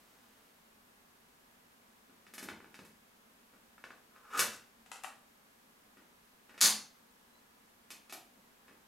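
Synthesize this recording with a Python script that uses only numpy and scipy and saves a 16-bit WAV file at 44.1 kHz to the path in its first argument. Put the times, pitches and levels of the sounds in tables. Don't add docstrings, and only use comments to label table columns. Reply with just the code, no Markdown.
import sys
import numpy as np
from scipy import signal
from scipy.fft import rfft, irfft
from scipy.io import wavfile
from scipy.ndimage import uniform_filter1d

SR = 44100
rng = np.random.default_rng(int(sys.argv[2]) if len(sys.argv) > 2 else 0)


def log_audio(samples):
    frames = np.atleast_2d(samples).T
    limited = np.clip(frames, -1, 1)
    pcm = np.round(limited * 32767).astype(np.int16)
    wavfile.write(sys.argv[1], SR, pcm)


N = 391166
T = np.arange(N) / SR
SIZE = 32768
BLOW_T = np.arange(SIZE) / SR
HZ = np.maximum(np.fft.rfftfreq(SIZE, 1 / SR), 1)

# f/Hz, width/Hz, level/dB
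CASE_MODES = [(220, 50, -2), (500, 50, -6), (880, 130, -4), (1450, 320, -5), (2600, 200, -3)]
# f/Hz, level/dB
DECK_COLOUR = [(25, -33), (85, -5), (125, -11.5), (170, 1.5), (400, 2), (730, -6), (1900, 1.5),
               (3400, -4.5), (5200, -3.5), (9000, -3), (12000, 0), (15500, -14)]
# f/Hz, level/dB
POWER_COLOUR = [(25, -38), (150, -7), (350, 0), (730, -2.5), (1900, -1), (5200, -1.5), (9000, -2.5),
                (12500, -2.5), (15500, -15)]


def undb(db):
    return 10 ** (np.asarray(db) / 20)


def colour(points, hz):
    f, db = np.transpose(points)
    return undb(np.interp(np.log(np.maximum(hz, 1)), np.log(f), db))


def causal(gain):
    cepstrum = irfft(np.log(gain))
    cepstrum[1:SIZE // 2] *= 2
    cepstrum[SIZE // 2 + 1:] = 0
    return np.exp(rfft(cepstrum))


def resonances(modes, hz):
    total = 0
    for f, width, db in modes:
        detuning = (hz * hz - f * f) / (np.maximum(hz, 1) * width)
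        total = total + undb(db) / (1 + 1j * detuning)
    return total


def contact(fade_s):
    burst = rfft(rng.standard_normal(SIZE) * BLOW_T * np.exp(-BLOW_T / fade_s))
    smooth_power = uniform_filter1d(np.abs(burst) ** 2, size=330)
    delay = np.exp(-2j * np.pi * HZ * 16 / SR)
    return burst / np.sqrt(smooth_power) * delay


def add(track, s, response):
    start = int(s * SR)
    sound = irfft(response)[:min(SIZE // 2, N - start)]
    track[start:start + len(sound)] += sound


def tinted(x, gain):
    y = irfft(rfft(x) * gain, N)
    return y / y.std()


def train(start_s, gap_s, db, loss_db, count):
    return [(start_s + k * gap_s, db - k * loss_db) for k in range(count)]


def small_room(x, direct_db, wet_db, pan_db, side_db, build_s):
    # f/Hz, T60/s
    room_t60 = [(150, 0.54), (900, 0.38), (4500, 0.36), (12000, 0.26)]
    knots_hz, knots_t60 = np.transpose(room_t60)
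    centres_hz = 125 * 2. ** np.arange(8)
    tail = 0
    for k, hz in enumerate(centres_hz):
        t60_s = np.interp(np.log(hz), np.log(knots_hz), knots_t60)
        build_up = (1 - np.exp(-BLOW_T / (build_s * (1 + 450 / hz)))) ** 2
        power = build_up * np.exp(-np.log(1e6) * BLOW_T / t60_s)
        grain = undb(5 * np.exp(-BLOW_T / .04) * rng.standard_normal(SIZE))
        grain = grain / np.sqrt(uniform_filter1d(grain ** 2, size=400))
        noise = rng.standard_normal((2, SIZE)) * grain
        band = np.sqrt(np.interp(np.log(HZ), np.log(centres_hz), np.arange(8) == k))
        tail = tail + rfft(noise * np.sqrt(power / power.sum())) * band
    mid = irfft(tail[0])
    side = irfft(tail[1] * undb(side_db) * HZ / np.hypot(HZ, 380))
    balance = undb(np.array([[.2], [-.2]]))
    response = undb(wet_db) * np.array([mid + side, mid - side]) * balance
    direct = x[0] * undb(direct_db + np.array([[pan_db], [-pan_db]]) / 2)
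    return direct + signal.fftconvolve(x[1:], response, axes=1)[:, :N]


def plastic(blows, modes, radiation, fade_s, facing_db):
    softness_db_per_oct = 10.5
    panel_ms = 0.205
    tracks = np.zeros((2, N))
    body = (1 + resonances(modes, HZ)) * causal(colour(radiation, HZ))
    heavy = np.interp(np.log(HZ), np.log([230, 1900]), [1, 0])
    for s, db, contact_ms, *weight_db in blows:
        octaves_over = np.log2(1 + (2 * HZ * contact_ms / 1000) ** 4) / 4
        push = undb(db + sum(weight_db) * heavy - softness_db_per_oct * octaves_over)
        blow = causal(push) * body * contact(fade_s)
        lift_db = facing_db * min(contact_ms / panel_ms, 1)
        beam = colour([(300, 0), (1200, lift_db), (2200, lift_db), (5000, -2.5)], HZ)
        add(tracks[0], s, blow * causal(beam))
        add(tracks[1], s, blow)
    return tracks


def ambience(air_db, side_db, drone_db, whine_db, rustle_db):
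    # f/Hz, relative density/dB per Hz
    air_colour = [(20, -18.5), (50, -13), (75, -15.5), (130, -16), (190, -10), (270, -9.5), (320, -15),
                  (420, -12), (600, -15.5), (1020, -14), (2200, -19.5), (5000, -25), (11000, -25.5),
                  (12000, -23), (15500, -29.5)]
    hz = np.fft.rfftfreq(N, 1 / SR)
    noise = rng.standard_normal((4, N))
    air_gain = colour(air_colour, hz)
    air = tinted(noise[0], air_gain) * undb(air_db)
    spread = colour([(100, -12), (300, -1.0), (900, 4.5), (5000, 2.5), (11000, -3.5), (12500, -22.5)], hz)
    side = tinted(noise[1], air_gain * spread) * undb(side_db)
    drone = tinted(noise[2], resonances([(228.5, 47, 0)], hz) ** 2) * undb(drone_db)
    whine = np.sin(2 * np.pi * 1681 * T) * undb(whine_db)
    rustle = tinted(noise[3], colour([(100, -26), (400, -12), (1200, -14.5), (5000, -23), (15000, -26)], hz))
    rustle *= undb(rustle_db) * np.interp(T, [0, .42, .7], [1, .8, 0])
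    return air + drone + whine + rustle + side * np.array([[1], [-1]])


def fingertips():
    # t/s, strength/dB
    touches = [(2.094, -25.5), (2.176, -32), (3.535, -24), (5.97, -21), (6.493, -18), (6.541, -19.5),
               (6.577, -12), (8.37, -32.5), (8.68, -19.5), (8.71, -24)]
    reference_ms, reference_db, halving_db = .24, -20.5, 8.5
    thump_db = -18
    blows = []
    for s, db in touches:
        contact_ms = reference_ms * 2 ** ((reference_db - db) / halving_db)
        blows.append((s, db, contact_ms, thump_db - db))
    return plastic(blows, CASE_MODES, DECK_COLOUR, fade_s=0.0013, facing_db=-1.0)


def power_switch():
    # t/s, strength/dB, contact time/ms
    clicks = [(7.904, -12, 0.041), (8.096, -16.5, 0.068)]
    # f/Hz, width/Hz, level/dB
    modes = [(446, 60, -3), (2580, 99, 8), (4500, 70, -3), (6400, 80, -1)]
    return plastic(clicks, modes, POWER_COLOUR, fade_s=0.0008, facing_db=0)


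def power_button():
    # t/s, strength/dB, contact time/ms
    returns = [(8.124, -11, 0.035)]
    # f/Hz, width/Hz, level/dB
    modes = [(506, 150, 6.5), (740, 90, 8), (1270, 90, 3), (2370, 130, 2), (11700, 900, -1)]
    return plastic(returns, modes, POWER_COLOUR, fade_s=0.00075, facing_db=0)


def setting_down():
    # t/s, strength/dB, contact time/ms
    touchdowns = [(4.8606, -22, 0.09), (4.9156, -6.5, 0.069), (4.9566, -14, 0.08), (5.0356, -8.5, 0.028),
                  (5.0436, -1.5, 0.2)]
    # f/Hz, width/Hz, level/dB
    modes = [(560, 120, -7), (780, 120, -9), (1280, 260, -5), (1930, 120, -8), (2670, 240, -1),
             (7300, 700, -2)]
    # f/Hz, level/dB
    radiation = [(25, -52), (230, -27), (730, 1.5), (1900, -2.5), (5200, -7.5), (11000, -3), (15500, -22)]
    return plastic(touchdowns, modes, radiation, fade_s=0.0012, facing_db=2.0)


def eject():
    # t/s, strength/dB, contact time/ms, weight behind the blow/dB
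    blows = [(2.266, -22, 0.13, -1), (2.337, -15, 0.019, -2), (2.38, -9, .06, -2),
             (2.427, -13, 0.034, 10.5), (2.486, -5.5, 0.16, 3.5), (2.602, -17, 0.39, 2),
             (2.643, -17, 0.33, -3), (2.742, -16, 0.1, -1), (2.79, -19, 0.11, 13), (2.849, -25.5, .04, 7)]
    return plastic(blows, CASE_MODES, DECK_COLOUR, fade_s=0.001, facing_db=6)


def lifting_out():
    # t/s, strength/dB, contact time/ms
    knocks = [(3.78, -21, 0.35), (3.839, -10, 0.26), (3.904, -13.5, .32), (4.161, -22, 0.31),
              (4.343, -10, .4), (4.366, -16, .06), (4.375, -5.5, .03), (4.392, 7, 0.035),
              (4.403, -3.5, 0.14), (4.422, -7, 0.24), (4.532, -16, 0.065)]
    # f/Hz, width/Hz, level/dB
    modes = [(235, 60, -1), (500, 70, 0), (1400, 320, 3), (2650, 160, -1)]
    # f/Hz, level/dB
    radiation = [(25, -42), (85, -12.5), (140, -11.5), (200, -3.5), (450, -3.5), (730, -5), (1800, 0),
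                 (3400, -2), (6000, 1.5), (12500, 0), (15500, -15)]
    return plastic(knocks, modes, radiation, fade_s=0.00092, facing_db=6.5)


def drag(slips_per_s, scatter_db, patchy_db):
    # f/Hz, level/dB
    guide_colour = [(25, -60), (100, -38), (350, -14), (500, -6), (650, -14), (950, -6), (1250, 1),
                    (1480, 1), (1850, -11), (2700, -14), (4000, -24), (8000, -24), (13000, -33)]
    start_s, fast_s, free_s = 4.11, 4.3626, 4.39
    creep_db, fast_db, swell_db_per_s = -65.5, -32, 275
    slips = (rng.random(N) < slips_per_s / SR) * undb(scatter_db * rng.standard_normal(N))
    rubs = uniform_filter1d(rng.standard_normal(N), size=800)
    slips = (slips - slips.mean()) * undb(patchy_db * rubs / rubs.std())
    scrape = signal.fftconvolve(slips, irfft(causal(colour(guide_colour, HZ))))[:N]
    speed_db = np.clip(fast_db + swell_db_per_s * (T - fast_s), creep_db, fast_db)
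    pulling = (T > start_s) * (T < free_s)
    return scrape / scrape.std() * undb(speed_db) * pulling


def latch(mode_width_hz, modes_db, chatter_s):
    # f/Hz, relative level/dB
    latch_modes = [(4355, 5.5), (4398, -11), (4533, -7), (4570, 4.5), (4717, -2), (4992, 1.5), (5609, -4.5),
                   (6190, 4.5), (6607, -3), (6681, -0.5), (7208, -13.5), (9335, 15.5), (10131, -6.5),
                   (10295, 12.5)]
    # f/Hz, level/dB
    steel_colour = [(100, -49.5), (700, -12.5), (1500, -6), (3000, -7), (4500, 1), (5600, -2), (6800, 1.5),
                    (8000, -5), (10200, -2.5), (11000, -7.5), (12500, -8), (15500, -22)]
    # f/Hz, level/dB
    thud_colour = [(35, -39), (70, -14.5), (115, -18), (175, -6.5), (250, -0.5), (400, -4), (620, -14.5),
                   (920, -5), (2000, -15), (6000, -18)]
    snap_s, snap_db, catch_lead_s, catch_db = 6.612, 14, .005, 1.5
    bounce_gap_s, door_lag_s = .0092, .009
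    track = np.zeros(N)
    modes = [(f, mode_width_hz, db) for f, db in latch_modes]
    steel = causal(colour(steel_colour, HZ)) * (1 + undb(modes_db) * resonances(modes, HZ))
    thud = causal(colour(thud_colour, HZ)) * (1 + resonances(CASE_MODES, HZ))
    bounces = train(snap_s + bounce_gap_s, bounce_gap_s, db=9.5, loss_db=.2, count=5)
    for s, db in [(snap_s - catch_lead_s, catch_db), (snap_s, snap_db), *bounces]:
        add(track, s, undb(db) * steel * contact(chatter_s))
    for s, db in train(snap_s + door_lag_s, gap_s=.013, db=6.5, loss_db=.2, count=3):
        add(track, s, undb(db) * thud * contact(chatter_s))
    return track


def scene():
    background = ambience(air_db=-66.86, side_db=-68, drone_db=-75.5, whine_db=-84.0, rustle_db=-69)
    deck = fingertips() + power_switch() + power_button() + eject() + lifting_out()
    deck += drag(slips_per_s=800, scatter_db=2, patchy_db=5)
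    deck += latch(mode_width_hz=15, modes_db=-6.5, chatter_s=.001)
    ahead = small_room(deck, direct_db=-6.5, wet_db=-1.0, pan_db=0.5, side_db=-11.0, build_s=0.0021)
    left = small_room(setting_down(), direct_db=-6.04, wet_db=-3.54, pan_db=7.5, side_db=-9.0, build_s=0.0025)
    return ahead + left + background


def record(dry):
    top_hz = 15850
    rounded = np.tanh(1.5 * dry) / 1.5
    low_pass = signal.ellip(12, .2, 80, top_hz, fs=SR, output="sos")
    return signal.sosfilt(low_pass, rounded)


dry = scene()
out = record(dry)
log_audio(out)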